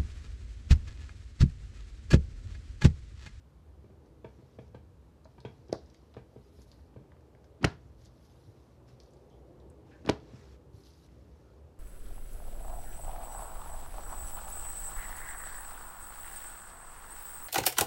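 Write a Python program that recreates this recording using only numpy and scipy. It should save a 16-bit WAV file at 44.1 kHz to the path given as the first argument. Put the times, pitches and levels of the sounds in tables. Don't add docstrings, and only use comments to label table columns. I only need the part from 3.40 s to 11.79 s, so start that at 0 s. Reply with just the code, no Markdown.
import sys
import numpy as np
from scipy import signal
from scipy.io import wavfile
from scipy.ndimage import uniform_filter1d

SR = 44100
rng = np.random.default_rng(int(sys.argv[2]) if len(sys.argv) > 2 else 0)


def master_out(mix):
    frames = np.transpose(np.atleast_2d(mix))
    ceiling = np.clip(frames, -1, 1)
    pcm = np.round(ceiling * 32767).astype(np.int16)
    wavfile.write(sys.argv[1], SR, pcm)


def ratio_of_db(decibels):
    return 10 ** (np.asarray(decibels, float) / 20)


N = 369999


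def smacks():
    # t/s, body peak level/dB, body f/Hz, spray level/dB, spray f/Hz
    flaps = [(2.322, -48, 305, -51, 3800), (2.328, -15.5, 470, -53, 3100), (2.3267, -50, 830, -26.5, 4900),
             (2.329, -42, 1250, -34, 9500), (2.333, -38, 1240, -50.5, 900), (2.343, -33.5, 490, -53, 900),
             (2.357, -33, 462, -60, 4800), (4.2226, -34.5, 297, -55.5, 2300),
             (4.228, -36, 230, -39.5, 3680), (4.2325, -29.5, 219, -46.5, 1600),
             (4.232, -33.5, 800, -45, 1000), (4.237, -28, 263, -53, 3800),
             (4.243, -17.5, 1210, -17.5, 2500), (4.2436, -14.5, 1320, -25, 2700),
             (4.2444, -22, 383, -39.5, 1490), (4.2466, -15, 1320, -14, 5660), (4.2478, -27, 815, -21, 3200),
             (4.2532, -20, 210, -43.5, 1800), (4.2575, -28, 706, -42.5, 1738),
             (4.271, -30.5, 605, -45, 3300), (6.648, -43, 280, -52, 1470), (6.652, -35, 297, -56.5, 4540),
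             (6.6612, -39, 510, -37.5, 4500), (6.664, -42, 300, -49.5, 1600),
             (6.672, -36.5, 500, -46, 5500), (6.6725, -47, 1100, -45.5, 1300),
             (6.6768, -27.5, 220, -43, 2900), (6.686, -39, 844, -37, 2380), (6.6921, -16.5, 340, -45, 2400),
             (6.6907, -20, 810, -22, 2400), (6.69, -42, 860, -31, 4800), (6.6957, -20, 876, -19.5, 4583),
             (6.697, -18.5, 900, -32, 2430), (6.6996, -19.5, 385, -45, 2000),
             (6.7084, -29.5, 300, -40, 2220), (6.717, -34, 423, -45.5, 2500)]
    splashes = [
        (2.331, -34, 666, -58, 4700),
        (4.211, -40, 250, -64.5, 1500),
        (4.2478, -17, 367, -50.5, 2000),
        (6.505, -66, 390, -75, 1690),
        (6.6965, -15.5, 383, -53, 2000),
    ]
    # t/s, peak level/dB
    thumps = [
        (2.328, -34.5),
        (4.2417, -15),
        (6.691, -22.5),
    ]
    # f/Hz, level/dB, t60/s
    table_modes = [(68, -4.5, .1), (94.4, 1, 0.085), (122.7, -0.5, 0.1), (156.4, 1, 0.062),
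                   (306.5, -2.5, 0.039), (410, -6.5, 0.066), (716, -13.5, 0.069)]
    # f/Hz, level/dB per Hz
    spray_spectrum = [(300, -36), (800, 8.5), (2500, -1), (5000, -3.5), (7500, -9), (10000, -12.5),
                      (14500, -27)]
    spray_cycles, splash_t60_s = 42, 0.26
    squeeze_lead_cycles = 0.44
    body_highpass_hz = 62

    body, spray, t = np.zeros(N), np.zeros(N), np.arange(8192) / SR
    rows = [(*row, spray_cycles / row[-1]) for row in flaps]
    rows += [(*row, splash_t60_s) for row in splashes]
    puffs = rng.standard_normal((len(rows), 8192))
    for (s, db, hz, spray_db, spray_hz, t60), puff in zip(rows, puffs):
        add(body, s - squeeze_lead_cycles / hz, ratio_of_db(db) * squeeze(hz))
        width = 1.3 if spray_hz > 4600 else 1.6 + 5.0 * t60
        drops = band(puff, spray_hz, width) + 0.76 * puff
        rise = 1 - np.exp(-t / min(0.12 * t60, .004))
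        add(spray, s, ratio_of_db(spray_db - 60 * t / t60) * rise * drops)
    for s, db in thumps:
        boom = sum(ratio_of_db(d) * ring(f, t60, 0.0044) for f, d, t60 in table_modes)
        add(body, s, ratio_of_db(db) * boom)
    highpass = signal.butter(2, body_highpass_hz, "high", fs=SR, output="sos")
    return signal.sosfilt(highpass, body), colour(spray, spray_spectrum)


def squeeze(hz):
    cycles, skew = 2.1, .8
    u = np.linspace(0, 1, round(cycles * SR / hz))
    return np.sin(np.pi * u ** skew) ** 2 * np.sin(2 * np.pi * cycles * u)


def pats():
    # t/s, peak level/dB, thud f/Hz, stand rattle level/dB, arm weight level/dB
    hits = [(0.442, -51, 371, -22, -4.5), (0.501, -55, 367, -24, -1.5), (0.845, -37, 457, -21, -11.5),
            (0.987, -53.5, 330, -20, -2.5), (1.024, -54, 454, -29, -7), (1.187, -39, 476, -21.5, -9),
            (1.346, -40.5, 490, -18, -9), (1.855, -45.5, 603, -31, -19), (1.98, -53, 334, -11, -3),
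            (2.0496, -33, 438, -18, -10), (2.18, -66, 335, -25, 8), (2.294, -42.5, 376, -23.5, -8.5),
            (2.7665, -36.5, 460, -19, -10), (2.961, -42.5, 438, -28, -8.5), (3.188, -51, 410, -23, -5.5),
            (3.5617, -43, 478, -25, -6.5), (6.935, -53, 335, -21, 6)]
    heights = [0.12, .1, 0.11, 0.13, .1, 0.1, 0.17, .1, 0.15, 0.046, .1, 0.16, 0.14, .16, .1, .15, .1]
    # f/Hz, level/dB, t60/s
    stand_modes = [(900, 4.5, 0.014), (1160, -1.5, 0.008), (1600, -1.5, 0.018), (2330, -0.5, 0.011),
                   (3270, -4, 0.013), (4800, -23, 0.0049)]
    # t/s, peak level/dB
    bumps = [
        (5.074, -40.5),
        (7.339, -39),
    ]
    mode_spread, rattle_t60_s, rattle_rise_s = .01, .02, 0.0014
    push_db, bass_db = 3.5, -0.5

    out, t = np.zeros(N), np.arange(4096) / SR
    draws = rng.standard_normal((len(hits), 4096 + 2 * len(stand_modes)))
    for (s, db, hz, ring_db, weight_db), height, draw in zip(hits, heights, draws):
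        rattle, (shift, sway) = draw[:4096], draw[4096:].reshape(2, -1)
        decay = ratio_of_db(-60 * t / rattle_t60_s) + 0.14 * ratio_of_db(-60 * t / 0.12)
        shake = rattle * decay * (1 - np.exp(-t / rattle_rise_s))
        knock = np.zeros(len(t))
        for (f, d, t60), v, w in zip(stand_modes, shift, sway):
            mode = signal.fftconvolve(ring(f * (1 + mode_spread * v), t60), shake)[:len(t)]
            knock += ratio_of_db(d + 0.69 * w) * np.cos(np.pi * height * f / 900) * evened(mode)
        wet = band(rattle, 850, 2.9) * ratio_of_db(-60 * t / 0.17) * (1 - np.exp(-t / 0.00067))
        wet_top = band(rattle[::-1], 2240, 1.6) * ratio_of_db(-60 * t / 0.045) * (1 - np.exp(-t / .0004))
        wet = wet + 0.75 * wet_top
        thud = ring(hz, 9 / hz, 0.0029) + 0.23 * ring(1.28 * hz, 11 / hz, 0.0043)
        push = ratio_of_db(weight_db + push_db) * ring(229.0, 0.036, 0.004)
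        push = push + ratio_of_db(weight_db + bass_db) * ring(125.8, 0.1, 0.011)
        stand = ratio_of_db(ring_db) * (knock / abs(knock).max() + 0.13 * wet)
        add(out, s, ratio_of_db(db + 13.5) * (thud + push + stand))
    for s, db in bumps:
        add(out, s, ratio_of_db(db) * ring(103, 0.088, 0.0034))
    return out


def peeling():
    # t/s, length/s, level/dB, change over the stroke/dB, drag (0 lifted - 1 scraped)
    strokes = [(0.874, 0.41, -82.5, 0, 0.79), (1.904, 0.087, -83, -4, .3), (2.07, 0.32, -80, -6, 0.73),
               (2.39, 0.43, -79, -8, 0.9), (2.825, 0.28, -90, 12, 0.25), (3.116, 0.13, -79.5, 9, 0.093),
               (3.269, 0.22, -73.5, -13, .2), (4.399, 0.16, -81.5, -3.5, 0.72), (4.577, 0.1, -77, 6, 0.4),
               (4.699, 0.18, -83.5, 10, 0.31), (4.888, 0.25, -76.5, -2.5, .2),
               (5.147, 0.22, -78.5, -5.5, 0.53), (5.476, 0.11, -72.5, -11, 0.57),
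               (5.596, .12, -80, -5, 0.14), (5.716, 0.45, -84, -7, 0.35), (6.46, 0.28, -79.5, -2.5, 1.14),
               (6.805, 0.188, -79.5, 11, 1.1), (6.995, 0.17, -70, -3, 0.88), (7.203, 0.14, -98, 2, 0.39),
               (7.34, 0.091, -75, 0.5, .1), (7.44, 0.068, -69.5, -1, 0.14), (7.513, 0.16, -75, 1, 0.29),
               (7.694, 0.51, -80.5, -4.5, 0.73)]
    # f/Hz, level/dB per Hz
    film_spectrum = [(1180, -42), (2000, -2), (2160, -10), (2490, -11), (3970, 2), (4460, 1), (5720, 2),
                     (8200, -13), (10700, -62), (18000, -120)]
    # f/Hz, level/dB per Hz
    air_spectrum = [(7500, -16), (9000, -0.5), (10500, 2.5), (12500, -1), (14500, -10)]
    # f/Hz, level/dB per Hz
    slide_spectrum = [(530, -23), (900, -0.5), (1500, -2), (1910, -3), (3150, -9), (4370, -23), (7940, -19),
                      (9000, -26), (11700, -49), (19800, -120)]
    edge_s = 0.019
    scrape_db, air_db = (-9, 2.5), (-3.5, -16)
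    slots_per_s, bursts_per_s, spread_db, cycles, smooth = 4000, 1500, 3.5, 12.0, 1.2
    grain_hz = np.geomspace(2800, 8500, num=12)

    level, low, air = np.zeros((3, N))
    for s, length, db, change_db, drag in strokes:
        t = np.arange(-edge_s, length + edge_s, 1 / SR)
        edge = np.clip(np.minimum(t, length - t) / edge_s + 1, 0, 2)
        stroke = np.sin(np.pi * edge / 4) ** 2 * ratio_of_db(db + change_db * t / length)
        start = s - edge_s
        add(level, start, stroke)
        add(low, start, stroke * ratio_of_db(scrape_db[0] + drag * (scrape_db[1] - scrape_db[0])))
        add(air, start, stroke * ratio_of_db(air_db[0] + drag * (air_db[1] - air_db[0])))

    count, grains = round(slots_per_s * N / SR), np.zeros(N + 1024)
    at, size, kind, keep = rng.random((count, 4)).T
    burst_gain = ratio_of_db(spread_db * np.minimum(-np.log(size + 1e-9), 3.4))
    burst_gain = (keep < bursts_per_s / slots_per_s) * burst_gain
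    for k, hz in enumerate(grain_hz):
        t = np.arange(round(cycles * SR / hz)) / SR
        grain = ratio_of_db(read(film_spectrum, hz)) * np.sqrt(hz) * np.hanning(len(t)) * np.sin(2 * np.pi * hz * t)
        mine = (kind * len(grain_hz)).astype(int) == k
        places = (at[mine] * N).astype(int)[:, None] + np.arange(len(t))
        np.add.at(grains, places, burst_gain[mine][:, None] * grain)
    film = evened(grains[:N]) + smooth * noise(film_spectrum, patchy_db=4.0, size=512)
    hiss = air * noise(air_spectrum, patchy_db=2.2, size=512)
    scrape = low * noise(slide_spectrum, patchy_db=-1.5, size=512)
    return level * evened(film) + hiss + scrape


def snaps():
    # t/s, peak level/dB, f/Hz
    wet_pops = [(0.6594, -64, 4960), (1.2794, -62, 4620), (1.8462, -53, 5000), (2.0033, -42, 4700),
                (2.2837, -54, 4440), (2.4598, -57, 5000), (2.5451, -50, 4560), (2.6643, -70, 3900),
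                (2.7402, -49.5, 3980), (3.2181, -52, 5430), (3.3164, -45.5, 4200), (4.0432, -55, 4540),
                (4.0726, -70, 4800), (4.6189, -61, 5680), (4.6498, -51, 5940), (4.6644, -50, 4200),
                (4.8494, -61, 5690), (5.4889, -61.5, 5800), (5.601, -45, 4820), (5.6336, -55.5, 5650),
                (5.6594, -58, 4650), (5.7344, -54.5, 6230), (7.457, -50.5, 4550), (7.4694, -49, 4330),
                (7.5053, -52, 4800), (7.5358, -52, 4170), (7.6455, -61, 5340),
                (2.5405, -60, 7500), (2.5, -50, 4700), (3.808, -64, 6200), (4.657, -45.5, 5300),
            (4.897, -61, 3900), (6.3, -55, 8200), (5.677, -64, 4200), (5.767, -62, 4100),
            (7.405, -62, 4800), (7.436, -53, 4800), (7.463, -52, 3700), (7.663, -59, 6300),
            (6.8, -53, 4000), (5.9, -60, 4800), (6.2, -58, 4200), (7.518, -62, 4900), (7.45, -54, 4000),
            (7.565, -64, 4800), (7.578, -61, 5700), (7.648, -61.5, 3600), (7.334, -62.5, 4700),
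            (5.707, -62, 7200), (5.2, -61, 3600)]
    return pops(wet_pops, cycles=4.7, width=1.25)


def clucks():
    # t/s, peak level/dB, f/Hz
    pockets = [(2.5461, -51, 1570), (2.7398, -51, 900), (2.747, -46, 1000), (3.3294, -50.5, 1220),
               (3.3932, -53, 1150), (3.6124, -61, 1180), (3.7184, -47, 1350), (3.7668, -53, 1400),
               (3.8067, -58, 1450), (3.9499, -46.5, 1360), (4.0432, -57, 1815), (5.4849, -53.5, 1250),
               (1.8555, -42, 680), (5.6015, -62.5, 2300), (5.6015, -51, 3300), (3.6925, -65, 1400),
               (1.983, -56, 1400), (3.541, -59, 1700), (3.72, -49, 800), (7.687, -58, 1900)]
    return pops(pockets, cycles=3, width=1.45)


def pops(rows, cycles, width):
    pop_t60_s, shorter_db_per_db = 0.015, 0.24
    out, t = np.zeros(N), np.arange(1024) / SR
    for (s, db, hz), puff in zip(rows, rng.standard_normal((len(rows), 1024))):
        t60 = pop_t60_s * ratio_of_db(-shorter_db_per_db * max(db + 57, 0))
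        puff = band(puff, hz, width) * ratio_of_db(-60 * t / t60) * (1 - np.exp(-t / 0.00038))
        tone = ring(hz, cycles / hz, .0004)[:1024]
        add(out, s, ratio_of_db(db + 5) * (.7 * tone + 0.32 * puff))
    return out


def squeaks():
    # t/s, length/s, level/dB, f/Hz
    slips = [
        (5.48, 0.034, -74.5, 2650),
        (6.509, 0.092, -64, 1650),
        (6.51, .055, -75, 2050),
        (6.508, 0.049, -69, 2550),
        (5.9, 0.073, -75.5, 3200),
        (8.022, 0.14, -74.5, 1380),
        (5.482, 0.013, -66.5, 5500),
    ]
    width, fade_db, rise_s = 1.07, -12, 0.0077
    out = np.zeros(N)
    for (s, length, db, hz), puff in zip(slips, rng.standard_normal((len(slips), 8192))):
        t = np.arange(0, length, 1 / SR)
        edges = np.clip(np.minimum(t, length - t) / rise_s, 0, 1)
        add(out, s, ratio_of_db(db + fade_db * t / length) * edges * band(puff, hz, width)[-len(t):])
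    return out


def room(x):
    # f/Hz, t60/s
    decay = [(100, 0.27), (400, 0.22), (1200, 0.25), (3000, 0.24), (5000, 0.24), (9000, 0.04),
             (14000, 0.13)]
    taps = np.zeros(SR // 2)
    at = np.arange(130, SR // 2 - 10, 10)
    taps[at + rng.integers(0, 10, len(at))] = rng.choice([-1., 1.], len(at))
    hz, t, z = signal.stft(taps, SR, nperseg=256)
    z = z / (abs(z) + 1e-9) ** .8
    tail = signal.istft(z * ratio_of_db(-60 * t / read(decay, hz)[:, None]), SR, nperseg=256)[1]
    return signal.oaconvolve(x, tail / np.linalg.norm(tail))[:N]


def street():
    # f/Hz, level/dB per Hz
    rumble_spectrum = [(12, -72), (20, -39.5), (41, -27.5), (60, 1), (73, -2), (96, -10), (140, -16),
                       (162, -14.5), (188, -20.5), (260, -22.5), (340, -34.5), (570, -120)]
    # t/s, swell/dB, half width/s
    surges = [(.3, 1, 0.29), (.8, 2, 0.36), (1.4, 4, 0.21), (2.3, 1.5, 0.36), (3.3, 3.5, 0.18),
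              (4.55, 3.5, 0.19), (5.3, -0.5, 0.18), (6.3, 1.5, 0.28), (6.75, 7.5, 0.18), (7.148, 1.5, 0.13),
              (7.82, 5, 0.2)]
    # f/Hz, level/dB per Hz
    wash_spectrum = [(76, -30), (130, 0.5), (178, -10.5), (251, -8), (282, -10), (318, -9.5), (483, -12.5),
                     (620, -12), (1010, -23.5), (1200, -25), (1360, -33.5), (1580, -38), (3000, -41),
                     (3900, -68.5), (6600, -120)]
    # t/s, level/dB
    traffic = [(0.0, -66.5), (0.25, -64), (0.6, -61), (1.2, -63), (1.55, -65.5), (2.3, -61), (3.2, -64),
               (3.55, -59.5), (4.5, -61.5), (5.3, -61), (5.75, -58.5), (6.3, -56.5), (6.6, -58),
               (6.82, -55.5), (7.15, -60.5), (7.6, -62.5), (8.18, -60), (8.39, -60.5)]
    # f/Hz, level/dB
    standing_modes = [(249, 0), (312, 1.5), (330, -1.5), (382, -4.5), (415, 2.5), (475, -5), (495, -1.5),
                      (570, -2), (775, -13.5), (829, -10)]
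    # t/s, half length/s, f/Hz, waver/Hz, level/dB
    car = (5.5, 1.87, 123.5, 3.5, -62.5)
    rumble_db, standing_db, standing_width_hz = -58, -4, 41
    nearness = 0.28

    t = np.arange(N) / SR
    swell_db = sum(db * np.exp(-((t - s) / width) ** 2) for s, db, width in surges)
    rumble = ratio_of_db(rumble_db + swell_db) * noise(rumble_spectrum, patchy_db=1.0, size=4096)
    near_db = np.interp(t, *np.transpose(traffic))
    wash = ratio_of_db(-3.5) * noise(wash_spectrum, patchy_db=2.0, size=2048)
    standing = ratio_of_db(standing_db + nearness * (near_db + 61.5)) * bands(standing_modes, standing_width_hz)
    s, half, hz, waver_hz, db = car
    waver, throb = (evened(uniform_filter1d(v, size=2500)) for v in rng.standard_normal((2, N)))
    passing = ratio_of_db(db + 2.5 * throb) * np.exp(-((t - s) / half) ** 4)
    engine = passing * np.sin(2 * np.pi * np.cumsum(hz + waver_hz * waver) / SR)
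    return rumble + ratio_of_db(near_db) * (wash + standing) + engine


def evened(x):
    return x / np.sqrt(np.mean(x ** 2) + 1e-20)


def read(points, hz):
    f, value = np.transpose(points)
    return np.interp(np.log(hz + 1), np.log(f + 1), value)


def add(mix, s, sound):
    part = mix[round(s * SR):][:len(sound)]
    part += sound[:len(part)]


def ring(hz, t60, rise=.0003):
    t = np.arange(4096) / SR
    return ratio_of_db(-60 * t / t60) * (1 - np.exp(-t / rise)) * np.sin(2 * np.pi * hz * t)


def band(x, hz, width):
    edges = [hz / width, min(hz * width, 20000)]
    return evened(signal.sosfilt(signal.butter(2, edges, "band", fs=SR, output="sos"), x))


def colour(x, points):
    gain = np.log(ratio_of_db(np.maximum(read(points, abs(np.fft.fftfreq(4096, 1 / SR))), -90)))
    taps = np.fft.ifft(np.exp(np.conj(signal.hilbert(gain)))).real[:2048]
    return signal.oaconvolve(x, taps / np.linalg.norm(taps))[:len(x)]


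def noise(points, patchy_db, size):
    frames, hz = 2 * N // size + 3, np.fft.rfftfreq(size, 1 / SR)
    a, b, patches = rng.standard_normal((frames, len(hz), 3)).T
    patches = evened(uniform_filter1d(uniform_filter1d(patches, size=6, axis=0), size=4, axis=1))
    z = (a + 1j * b) * ratio_of_db(read(points, hz)[:, None] + patchy_db * patches)
    window = np.sqrt(signal.windows.hann(size, sym=False))
    return evened(signal.istft(z, window=window, nperseg=size, noverlap=size // 2)[1][:N])


def bands(rows, width_hz):
    hz = np.arange(1, SR // 2, 3)
    gain = sum(ratio_of_db(db) / (1 + (2 * (hz - f) / width_hz) ** 2) for f, db in rows)
    return noise(np.c_[hz, 20 * np.log10(gain)], patchy_db=3.0, size=8192)


def scene():
    body, spray = smacks()
    far = pats()
    snapping = snaps()
    clucking = clucks() + squeaks()
    sent = ratio_of_db(-15.0) * body + ratio_of_db(-24) * spray
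    sent = sent + ratio_of_db(-5.5) * snapping + ratio_of_db(-8.5) * clucking + ratio_of_db(-8) * far
    direct = body + spray + snapping + clucking + far
    return (direct + room(sent) + peeling() + street())[None]


def low_pass(x):
    return signal.sosfilt(signal.butter(12, 14800, fs=SR, output="sos"), x)


def record(dry):
    # f/Hz, level/dB per Hz
    hiss_spectrum = [(530, -14.5), (900, -1), (2010, -13), (2340, -14.5), (2540, -15), (3920, -16.5),
                     (13700, -26.5), (14600, -23)]
    hiss_db, bass_cut_hz, edge_hz = -74, 46, 14290
    x = dry + ratio_of_db(hiss_db) * noise(hiss_spectrum, patchy_db=0.7, size=1024)
    x = signal.sosfilt(signal.butter(2, bass_cut_hz, "high", fs=SR, output="sos"), x)
    lowpass = signal.firwin(511, edge_hz, window=("kaiser", 9), fs=SR)
    x = signal.oaconvolve(x, lowpass[None], "same")
    return low_pass(x)


dry = scene()
out = record(dry)
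master_out(out)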